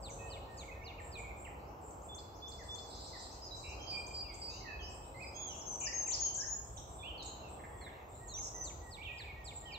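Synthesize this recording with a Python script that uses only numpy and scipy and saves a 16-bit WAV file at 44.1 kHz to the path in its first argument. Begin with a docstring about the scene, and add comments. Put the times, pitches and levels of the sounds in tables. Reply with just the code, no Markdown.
"""Among echoing trees at dawn, two spaced microphones hear songbirds near and far over a distant road.
Birds whistle, slur, chip and buzz, each a gliding tone with its own perch and echo; a dove coos far off.
A blur of farther birds lies behind them. Shaped noise makes the blur, the engine drone and tyre roar
of the traffic, and a faint hiss."""
import sys
import numpy as np
from scipy import signal
from scipy.fft import rfft, irfft, next_fast_len
from scipy.io import wavfile
from scipy.ndimage import uniform_filter1d, map_coordinates

SR = 44100
rng = np.random.default_rng(int(sys.argv[2]) if len(sys.argv) > 2 else 0)


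def to_wav(s):
    """Save 16-bit WAV."""
    ch = np.atleast_2d(s).T  # columns
    pcm = np.round(np.clip(ch, -1, 1) * 32767)  # PCM
    wavfile.write(sys.argv[1], SR, pcm.astype(np.int16))


N = 431298  # length of the scene in samples

# In the note tables level_db is relative: add() and placed() apply further gains.


def amp(db):
    """Turn dB into a gain."""
    return 10 ** (np.asarray(db) / 20)


def unit(x):
    """Scale a sound to rms 1."""
    return x / np.sqrt(np.mean(x ** 2) + 1e-20)


def along(points, hz):
    """Read a curve of (Hz, value) points, straight between them on a log-frequency axis."""
    point_hz, value = np.transpose(points)
    return np.interp(np.log(hz + 1), np.log(point_hz + 1), value)


def wobble(rate, size=N):
    """A smooth random curve through rate knots a second."""
    knots = rng.standard_normal(int(size * rate / SR) + 4)
    return map_coordinates(knots, [np.arange(size) * rate / SR])


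def filtered(x, response):
    """Weight the spectrum of x by a response of frequency."""
    size = next_fast_len(N + 8192)
    spectrum = rfft(x, size) * response(np.fft.rfftfreq(size, 1 / SR))
    return irfft(spectrum, size)[..., :N]


def rush(spectrum):
    """Stereo noise of rms 1: mid and side shares set how alike the microphones are at each frequency."""
    # likeness of the two microphones: hz, left_right_correlation (-1 to 1)
    likeness = [(60, 0.98), (180, 0.94), (550, 0.56), (1650, -0.49), (4970, 0.79), (15000, -0.094)]

    def mid_side_shares(hz):
        """The correlation is the cosine of twice the mid-side angle."""
        angle = np.arccos(np.clip(along(likeness, hz), -1, 1)) / 2
        return amp(along(spectrum, hz)) * [np.cos(angle), np.sin(angle)]

    mid, side = filtered(rng.standard_normal((2, N)), mid_side_shares)
    return unit(np.array([mid + side, mid - side]))


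def arc(start_hz, middle_hz, end_hz):
    """A note's pitch as a parabola through three pitches."""
    u = np.linspace(-1, 1, num=9)
    slope = (end_hz - start_hz) / 2
    bend = (start_hz + end_hz) / 2 - middle_hz
    return middle_hz + u * slope + u * u * bend


def series(s, step, count, *ends):
    """Evenly spaced times, with each (first, last) pair drifting from one value to the other."""
    k = np.arange(count)
    drifts = [first + (last - first) * k / (count - 1) for first, last in np.reshape(ends, (-1, 2))]
    return zip(s + step * k, *drifts)


def add(out, s, length, pitch, db, pan_db=0, swing_hz=0, flutter_hz=0, edge=0.0047, octave_db=-48,
        swell=0.043, smooth=8):
    """Add one note: an unsteady gliding tone and a weak octave, made burry by frequency modulation."""
    t = np.arange(int((length + edge) * SR)) / SR
    hz = np.interp(t, np.linspace(0, length, len(pitch)), pitch)
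    hz = uniform_filter1d(hz, len(t) // smooth + 1, mode="nearest")  # rounds the glide's corners
    hz = hz * (1 + 0.0053 * wobble(90.8, size=len(t)))
    beat = 2 * np.pi * np.cumsum(flutter_hz * (1 + .05 * wobble(40, size=len(t)))) / SR
    rasp = swing_hz ** 2 / 4000 * wobble(300, size=len(t))  # wide swings turn irregular
    phase = 2 * np.pi * (np.cumsum(hz + swing_hz * np.sin(beat) + rasp) / SR + rng.random())
    # swell is the share of the length taken to start; edge (s) is the shortest rise or fall
    rise = t / max(edge, swell * length)
    fall = (t[-1] - t) / max(edge, 0.2 * length)
    shape = np.sin(np.pi / 2 * np.clip(np.minimum(rise, fall), 0, 1)) ** 2
    tone = np.sin(phase) + amp(octave_db) * np.sin(2 * phase)
    tone = tone * shape * amp(db + 6 + 0.51 * wobble(60.3, size=len(t)))
    start = round(s * SR)
    stereo = tone * amp([[pan_db / 2], [-pan_db / 2]])  # positive pan is louder on the left
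    out[:, start:start + len(t)] += stereo[:, :N - start]


def placed(dry, bearing, direct_db, echo_db):
    """The nearer microphone hears the perch first (-1 left, 1 right); trunks and leaves return a tail."""
    spacing = 21  # samples of travel between the microphones
    # decay of the echo among the trees: hz, t60_s
    trees = [(500, 0.14), (2500, 0.99), (5000, 0.75), (8000, 0.48)]
    late = np.pad(dry, ((0, 0), (round(abs(bearing) * spacing), 0)))[:, :N]
    direct = np.array([dry[0], late[1]] if bearing < 0 else [late[0], dry[1]])
    hz, t, grains = signal.stft(rng.standard_normal((2, SR)), SR, nperseg=256)
    decay = amp(-60 * t / along(trees, hz)[:, None])  # treble dies sooner than the middle
    onset = 1 - np.exp(-t / 0.0018)
    tail = signal.istft(grains * decay * onset, SR, nperseg=256)[1]
    tail = tail / np.linalg.norm(tail[0])
    echo = signal.fftconvolve(dry.mean(axis=0)[None], tail, axes=1)[:, :N]
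    return amp(direct_db) * direct + amp(echo_db) * echo


def singer(notes, pan_db, bearing, direct_db, echo_db, **voice):
    """All notes (start, length, pitches, level) of one voice, heard from one perch with its echo."""
    out = np.zeros((2, N))
    for s, length, *pitch, db in notes:
        add(out, s, length, pitch, db, pan_db, **voice)
    return placed(out, bearing, direct_db, echo_db)


def traffic():
    """Distant road: a drifting low engine drone under a steadier tyre roar, both shaped noise."""
    # how the road swells and sinks: start_s, engine_drone_db, tyre_roar_db
    levels = [(0.0, -51, -51.5), (1.8, -54.5, -52), (5.3, -52.5, -52.5), (6.1, -56, -53.5),
              (6.8, -50.5, -52.5), (7.52, -54.5, -51.5), (7.68, -56, -53), (8.83, -52, -54.5),
              (9.78, -55, -55)]
    # relative spectra of engines and tyres: hz, density_db
    drone_spectrum = [(12, -47), (20, -39.5), (43, -1.5), (59, 4.5), (130, -6.5), (162, -18.5),
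                      (200, -15.5), (260, -49), (440, -120)]
    roar_spectrum = [(82, -27.5), (140, -6), (238, -8.5), (334, -4.5), (595, -4.5), (824, -1.5),
                     (1210, -10), (1680, -22), (1890, -26), (2500, -26), (3250, -33.5), (5500, -120)]
    s, drone_db, roar_db = np.transpose(levels)
    t = np.arange(N) / SR
    drone_gain = amp(np.interp(t, s, drone_db) + 1.1 * wobble(5.0))
    roar_gain = amp(np.interp(t, s, roar_db) + 1.1 * wobble(2.545))
    return drone_gain * rush(drone_spectrum) + roar_gain * rush(roar_spectrum)


def far_chorus():
    """Random far chirps that arrive almost wholly as echo, over a noise blur of still farther birds."""
    # relative spectrum of the birds blurred together: hz, density_db
    blur_spectrum = [(880, -30), (1500, -4.5), (1720, -18), (3990, -3.5), (5660, -1.5), (7610, -1.5),
                     (9200, -48), (12000, -72.5), (20200, -120)]
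    out = np.zeros((2, N))
    for when, long, high, glide, size in rng.random((90, 5)):
        hz = 2400 * 2.9 ** high
        add(out, when * N / SR, 0.027 + 0.046 * long, (hz, hz * (0.99 + .5 * glide)), -80 + 7 * size)
    blur = amp(-77 + .8 * wobble(3)) * rush(blur_spectrum)
    return placed(out, 0, -99, 0) + blur


def lisps():
    """Thin notes on the left: both sides of the voice box sound, 520 Hz apart, each fluttering."""
    # when the notes come: start_s, length_s, level_db
    thin_notes = [(0, 0.076, -57.5), (0.16, 0.18, -61.5), (0.493, 0.152, -66.5), (0.996, 0.094, -59),
                  (1.362, 0.089, -59), (1.808, 0.13, -61.5), (2.025, 0.03, -57), (2.629, 0.053, -60.5),
                  (2.861, 0.046, -58.5), (2.984, 0.086, -58.5), (3.158, 0.1, -57.5), (3.308, 0.073, -67),
                  (3.541, 0.13, -61), (3.901, 0.12, -61), (4.087, 0.08, -60.5), (4.315, 0.13, -60.5),
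                  (4.884, 0.096, -59), (5.004, 0.089, -61.5), (5.148, 0.12, -60), (5.432, 0.065, -67),
                  (5.674, 0.077, -60.5), (6.63, 0.17, -61.5), (6.87, 0.14, -59.5), (7.48, 0.057, -58.5),
                  (7.586, 0.18, -66), (7.76, 0.068, -61), (8.084, 0.18, -61.5), (8.41, 0.045, -56.5),
                  (8.819, 0.13, -63), (9.11, 0.12, -68), (9.437, .2, -65.5)]
    # glide of the lower voice: length is shared evenly among pitch_hz values
    lower_hz = (7760, 7280, 7785, 7410)
    out = np.zeros((2, N))
    for s, length, db in thin_notes:
        pitch = np.array(lower_hz) * (1 + .01 * rng.standard_normal())
        add(out, s, length, pitch, db - 2.0, swing_hz=103, flutter_hz=78.8, edge=0.0074)
        add(out, s, length, pitch + 520, db - 8, swing_hz=151, flutter_hz=110.0, edge=0.03)
    return placed(out, -.95, -6.5, -0.98)


def dove():
    """A far dove's low coos, each a tone aimed at one steady pitch."""
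    # the coos: start_s, length_s, pitch_hz, level_db
    coo_notes = [(0, 0.52, 553, -67.5), (.55, 0.26, 544, -68.5), (.1, 0.29, 459.4, -70.5),
                 (.55, 0.81, 467.4, -72), (2.45, 0.59, 465, -74), (5.08, 0.2, 544, -67.5)]
    coos = [(s, length, hz, hz, db) for s, length, hz, db in coo_notes]
    return singer(coos, .1, -.1, 5.0, -4)


def slurring_bird():
    """Runs of falling slurs coloured by the bird's throat, with low whistles between or leading them."""
    # runs of slurs: start_s, step_s, count, first_level_db, last_level_db
    slur_runs = [(.022, .273, 5, -58.5, -59.5), (8.635, .2703, 5, -59.5, -55.5)]
    # runs of low whistles: start_s, step_s, count, first_hz, last_hz, first_level_db, last_level_db
    answer_runs = [(.198, .276, 4, 1866, 1807, -65.5, -70.5), (8.54, .271, 5, 1948, 1885, -65, -65)]
    # slow slurs that open the second song: start_s, level_db
    opening = [(7.81, -65), (8.29, -60.5)]
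    # the quick and the slow slur: length_s, then pitch_hz along the glide
    quick_slur = (.056, 5430, 4650, 3950, 3350)
    slow_slur = (.078, 4400, 4100, 3700, 3300)
    # resonance of the throat: hz, gain_db
    beak = [(2300, -6.5), (3000, -3), (3800, 1.1), (4500, -1), (5300, -9.5)]
    hook = (0.0259, 3600, 2350, 2150)  # low ending of every slur: length s, then pitch Hz
    lead_s, lead_hz, lead_db = 0.092, 1900, -8  # whistle ahead of each slow slur; level beside the slur

    slurs = [(s, *quick_slur, db) for run in slur_runs for s, db in series(*run)]
    slurs += [(s, *slow_slur, db) for s, db in opening]
    slurs += [(s + length, *hook, db) for s, length, *_, db in slurs]
    answers = [row for run in answer_runs for row in series(*run)]
    answers += [(s - lead_s, lead_hz, db + lead_db) for s, db in opening]
    whistles = [(s - .01, .09, hz - 30, hz + 20, hz - 40, db) for s, hz, db in answers]
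    throaty = filtered(singer(slurs, -2.5, -1, 2.2, -5.5), lambda hz: amp(along(beak, hz)))
    return throaty + singer(whistles, -7.5, -1, -0.99, -6, edge=0.023, swell=0.35)


def calls():
    """Falling chips, fluttered pips and buzzes, mostly louder on the right, one chip much louder on the left."""
    # fast downward calls from several perches: start_s, start_hz, level_db, left_right_db
    chips = [(0.095, 7050, -52, -5), (0.569, 7500, -55, -4), (1.171, 8060, -52.5, -3),
             (6.763, 6880, -56, -19.5), (7.247, 7660, -47.5, -8), (8.27, 7700, -49.5, -6),
             (8.639, 7830, -49.5, 17.5), (9.442, 8180, -58.5, -19)]
    # burry notes: start_s, length_s, start_hz, end_hz, pitch_swing_hz, flutter_hz, level_db
    buzzes = [(2.894, 0.41, 4515, 4440, 642, 334, -59.5), (3.629, 0.11, 2500, 2636, 241, 99, -58),
              (4.481, 0.13, 6700, 5960, 620, 196.4, -61.5), (4.491, 0.23, 3830, 4340, 244, 148.3, -66.5),
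              (4.815, 0.052, 4510, 5500, 119, 146, -57), (4.795, .1, 6270, 5880, 500, 201, -66),
              (5.8, 0.073, 2670, 2587, 310, 121.7, -54.5), (7.211, 0.109, 4170, 4050, 200, 149.4, -61.5),
              (7.902, 0.14, 2620, 2200, 398, 150.5, -71), (8.41, 0.066, 6300, 6050, 630, 221.4, -49.5),
              (9.547, .027, 7630, 7290, 60, 150, -49.5)]
    # short rough calls: start_s, level_db
    pips = [(7.59, -65), (7.634, -56), (7.81, -59.5), (7.862, -55)]
    chip_s, chip_fall_hz = .02, 1266
    clear, burry = np.zeros((2, 2, N))
    for s, hz, db, pan_db in chips:
        add(clear, s, chip_s, (hz, hz - chip_fall_hz), db, pan_db, edge=0.0023)
    for s, db in pips:
        add(burry, s, .02, (2000, 1900), db, -4, swing_hz=250, flutter_hz=148)
    for s, length, start_hz, end_hz, swing_hz, flutter_hz, db in buzzes:
        add(burry, s, length, (start_hz, end_hz), db, -4, swing_hz, flutter_hz, edge=0.02, octave_db=-51)
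    return placed(clear, 0.98, -7.5, -1.3) + placed(burry, 0.98, -0.5, -2.1)


def whistler():
    """Clear gliding whistles from the right, with a slightly stronger octave."""
    # the whistles: start_s, length_s, start_hz, end_hz, level_db
    whistle_notes = [(.122, 0.024, 7260, 8000, -58), (3.417, .04, 5090, 4980, -51),
                     (3.508, 0.045, 3903, 4010, -49), (3.792, .089, 6250, 6310, -65),
                     (5.229, 0.083, 4900, 5060, -59.5), (6.127, 0.09, 4450, 4545, -54),
                     (7.176, .056, 4520, 3670, -54), (8.335, 0.087, 5830, 6520, -46.5),
                     (8.543, 0.095, 6210, 6020, -48)]
    return singer(whistle_notes, -4.0, .93, -4, -2.3, octave_db=-33)


def thrush():
    """A thrush's slurred notes on the right, mostly low, one doubled by its octave; each is a fluttered arc."""
    # the notes: start_s, length_s, start_hz, middle_hz, end_hz, level_db
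    carol = [(0.18, 0.1, 2593, 2560, 2610, -60), (0.283, 0.1, 3150, 2910, 2860, -65.5),
             (.612, 0.029, 2340, 2280, 2110, -62.5), (0.676, 0.028, 2380, 2190, 2060, -56.5),
             (0.709, 0.022, 2230, 2610, 2430, -58.5), (.81, .034, 2300, 2230, 2820, -60),
             (.86, 0.062, 2700, 2820, 2250, -63.5), (0.91, 0.052, 2080, 2260, 2500, -71),
             (0.979, 0.029, 2940, 2260, 1760, -57), (1.148, .057, 2550, 2400, 2167, -54),
             (1.226, 0.059, 2490, 2220, 2536, -59.5), (1.287, .03, 2650, 2320, 2110, -58.5),
             (1.445, 0.035, 3280, 2450, 1790, -57), (2.587, .044, 2110, 1960, 1620, -61),
             (3.127, 0.042, 2060, 1996, 1770, -60.5), (3.78, 0.14, 3173, 3147, 3143, -57.5),
             (3.905, 0.13, 2470, 2385, 2440, -53), (4.232, .11, 3100, 2340, 2180, -61.5),
             (4.473, .12, 2540, 2640, 3150, -64), (4.6, 0.054, 2080, 2180, 1995, -67),
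             (4.641, 0.089, 2020, 1800, 1715, -55.5), (4.665, 0.1055, 2610, 2578, 2530, -53.5),
             (4.786, .08, 3490, 2957, 3100, -59), (5.139, 0.065, 2110, 2050, 2250, -60),
             (5.198, 0.052, 2280, 2573, 2090, -53.5), (5.327, .24, 3100, 3358, 2547, -60),
             (5.33, .21, 6140, 6740, 5430, -51), (5.864, 0.036, 1610, 1897, 1890, -51.5),
             (5.923, .014, 2280, 2057, 1750, -54), (6.063, 0.024, 2710, 2490, 1950, -57),
             (6.185, 0.142, 3235, 3114, 3066, -61.5), (6.37, 0.072, 1607, 1645, 1720, -59.5),
             (6.432, 0.018, 1730, 1842, 1490, -55), (6.98, .1, 3720, 3410, 3400, -61),
             (7.022, 0.08, 2227, 2883, 3170, -52.5), (7.078, 0.039, 3150, 3050, 2690, -54),
             (7.12, 0.101, 3000, 3050, 2950, -61), (7.409, 0.087, 2800, 2683, 2500, -66),
             (8.97, 0.058, 2310, 2290, 2470, -55.5), (9.016, 0.025, 2330, 3010, 3800, -56),
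             (9.045, 0.04, 3700, 2880, 2520, -51), (9.08, 0.041, 2485, 2510, 2380, -50.5),
             (9.191, 0.018, 2500, 2100, 1660, -56.5), (9.25, 0.071, 2627, 2310, 2170, -57),
             (9.65, 0.057, 3050, 3100, 2770, -57), (9.703, 0.059, 3010, 2305, 3190, -56)]
    notes = [(s, length, *arc(*pitch), db) for s, length, *pitch, db in carol]
    return singer(notes, -8.0, 0.93, -1.74, -2.44, swing_hz=35, flutter_hz=70.7, swell=0.22)


def flicking_bird():
    """On the right, whistle-and-flick triplets, then fluttered whistles with flicks; lone upward calls."""
    # lone upward calls: start_s, length_s, start_hz, end_hz, level_db
    upcalls = [(1.907, .007, 5560, 7400, -64.5), (2.018, .011, 6130, 7600, -66),
               (6.109, 0.023, 2690, 4680, -53.5), (6.771, 0.011, 3000, 3960, -57.5),
               (7.222, 0.015, 3880, 8350, -56.5), (5.222, 0.014, 3990, 5030, -66),
               (8.387, 0.0065, 6500, 6900, -48)]
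    # whistle, high flick, low flick: start_s, whistle_level_db, flicks_level_db
    triplets = [(2.083, -57, -55.5), (2.416, -53, -56), (2.682, -50.5, -54)]
    # burry whistles, a high flick before each but the first: start_s, level_db
    burrs = [(3.866, -47.5), (4.13, -48), (4.404, -49.5)]
    # strokes: length s, then pitch Hz along the glide
    whistle = (0.066, 3455, 3495, 3475)
    high_flick, low_flick = (.022, 5800, 7200, 7600, 7800), (.0084, 3880, 4600, 5410)
    burr = (0.09, 4850, 4755)
    high_after_s, low_after_s = .063, .102  # flicks after the start of the triplet's whistle
    flick_before_s, burr_flick_db = .064, -8.5  # flick ahead of a burry whistle; level beside it

    soft = [(s, *whistle, db) for s, db, _ in triplets]
    flicks = [(s + high_after_s, *high_flick, db) for s, _, db in triplets]
    flicks += [(s + low_after_s, *low_flick, db) for s, _, db in triplets]
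    flicks += [(s - flick_before_s, *high_flick, db + burr_flick_db) for s, db in burrs[1:]]
    for s, length, low, high, db in upcalls:
        flicks.append((s, length, *arc(low, low + .62 * (high - low), high), db))
    burry = [(s, *burr, db) for s, db in burrs]
    return (singer(flicks, -2.5, 0.94, -.1, 0, edge=0.00038)
            + singer(soft, -1.5, .93, 0.5, -2.5, swell=0.23)
            + singer(burry, -4, 0.98, -0.5, -2.1, swing_hz=120, flutter_hz=282, edge=0.02, octave_db=-51))


def trilling_bird():
    """A trill that swells and slows: each upward stroke is followed by a fainter downward one."""
    # the upward stroke: length_s, then pitch_hz along the glide
    up_stroke = (.035, 4820, 5320, 6160, 6880)
    start_s, step_s, slows_s, count = 2.337, .1172, .00084, 13  # each step is slows_s longer than the last
    first_db, full_db, swell_s = -66.5, -59, 0.41  # swell_s is a time constant
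    k = np.arange(count)
    since = step_s * k + slows_s * k * (k - 1) / 2
    level_db = full_db + (first_db - full_db) * np.exp(-since / swell_s)
    strokes = list(zip(start_s + since, level_db))
    notes = [(s, *up_stroke, db) for s, db in strokes]
    notes += [(s + .043, .025, 5400, 4000, db - 3.5) for s, db in strokes]
    return singer(notes, 7.0, -.33, -5.5, -0.5)


def near_singer():
    """The loud bird on the left repeats a syllable: flick down, slur down, swoop up to a held note."""
    # start_s, slur_level_db, slur_length_s, slur_bottom_hz, swoop_after_s, held_level_db,
    # held_from_hz, held_to_hz, held_length_s
    syllables = [(5.547, -47.5, 0.053, 5380, 0.1, -41, 6750, 5890, .13),
                 (5.798, -37, .058, 4760, 0.12, -35, 6710, 6250, 0.14),
                 (6.073, -33.5, .056, 4940, .114, -32.5, 7170, 6350, .105),
                 (6.341, -35.5, 0.054, 5240, .114, -38, 6530, 6850, .1)]
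    # the opening flick: length_s, then pitch_hz along the glide
    flick = (0.026, 8100, 6820, 6400, 6050)
    top_hz, hook_hz, flick_db = 7360, 348, -1.5  # slur's top and the hook up to it; flick beside slur
    swoop_hz, swoop_s = 2303, .0095  # held note is reached from this far below; time constant
    falls, held, u = [], [], np.linspace(0, 1, num=25)
    for s, slur_db, slur_s, bottom_hz, after, db, from_hz, to_hz, length in syllables:
        # the slur follows the flick at once: hooks up, falls, rounds off
        slur = bottom_hz + (top_hz - bottom_hz) * np.cos(np.pi / 2 * u) ** 1.7
        slur = slur - hook_hz * np.exp(-u / .07)
        hold = to_hz + (from_hz - to_hz) * (1 - u) ** 1.5
        hold = hold - swoop_hz * np.exp(-u * length / swoop_s)
        falls += [(s, *flick, slur_db + flick_db), (s + flick[0], slur_s, *slur, slur_db)]
        held += [(s + after, length, *hold, db)]
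    near = np.zeros((2, N))
    for notes, share in ((falls, .08), (held, .24)):  # falls start quickly, held notes swell in
        for s, length, *pitch, db in notes:
            add(near, s, length, pitch, db, 8.0, swell=share, smooth=40)
    return placed(near, -.95, -8.0, -9.5)


def scene():
    """Birds near and far over the road."""
    background = traffic() + far_chorus()
    left = lisps() + slurring_bird() + trilling_bird() + near_singer()
    right = calls() + whistler() + thrush() + flicking_bird()
    return background + left + right + dove()


def record(dry):
    """A faint treble hiss is added; nothing is kept above the band limit."""
    # relative spectrum of the hiss: hz, density_db
    hiss_spectrum = [(5590, -44), (9500, -36.5), (10500, -12.5), (11800, 1.5), (15100, 3), (15600, 0.5)]
    top_hz = 15720
    return filtered(dry + amp(-73.5) * rush(hiss_spectrum), lambda hz: hz < top_hz)


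dry = scene()
out = record(dry)
to_wav(out)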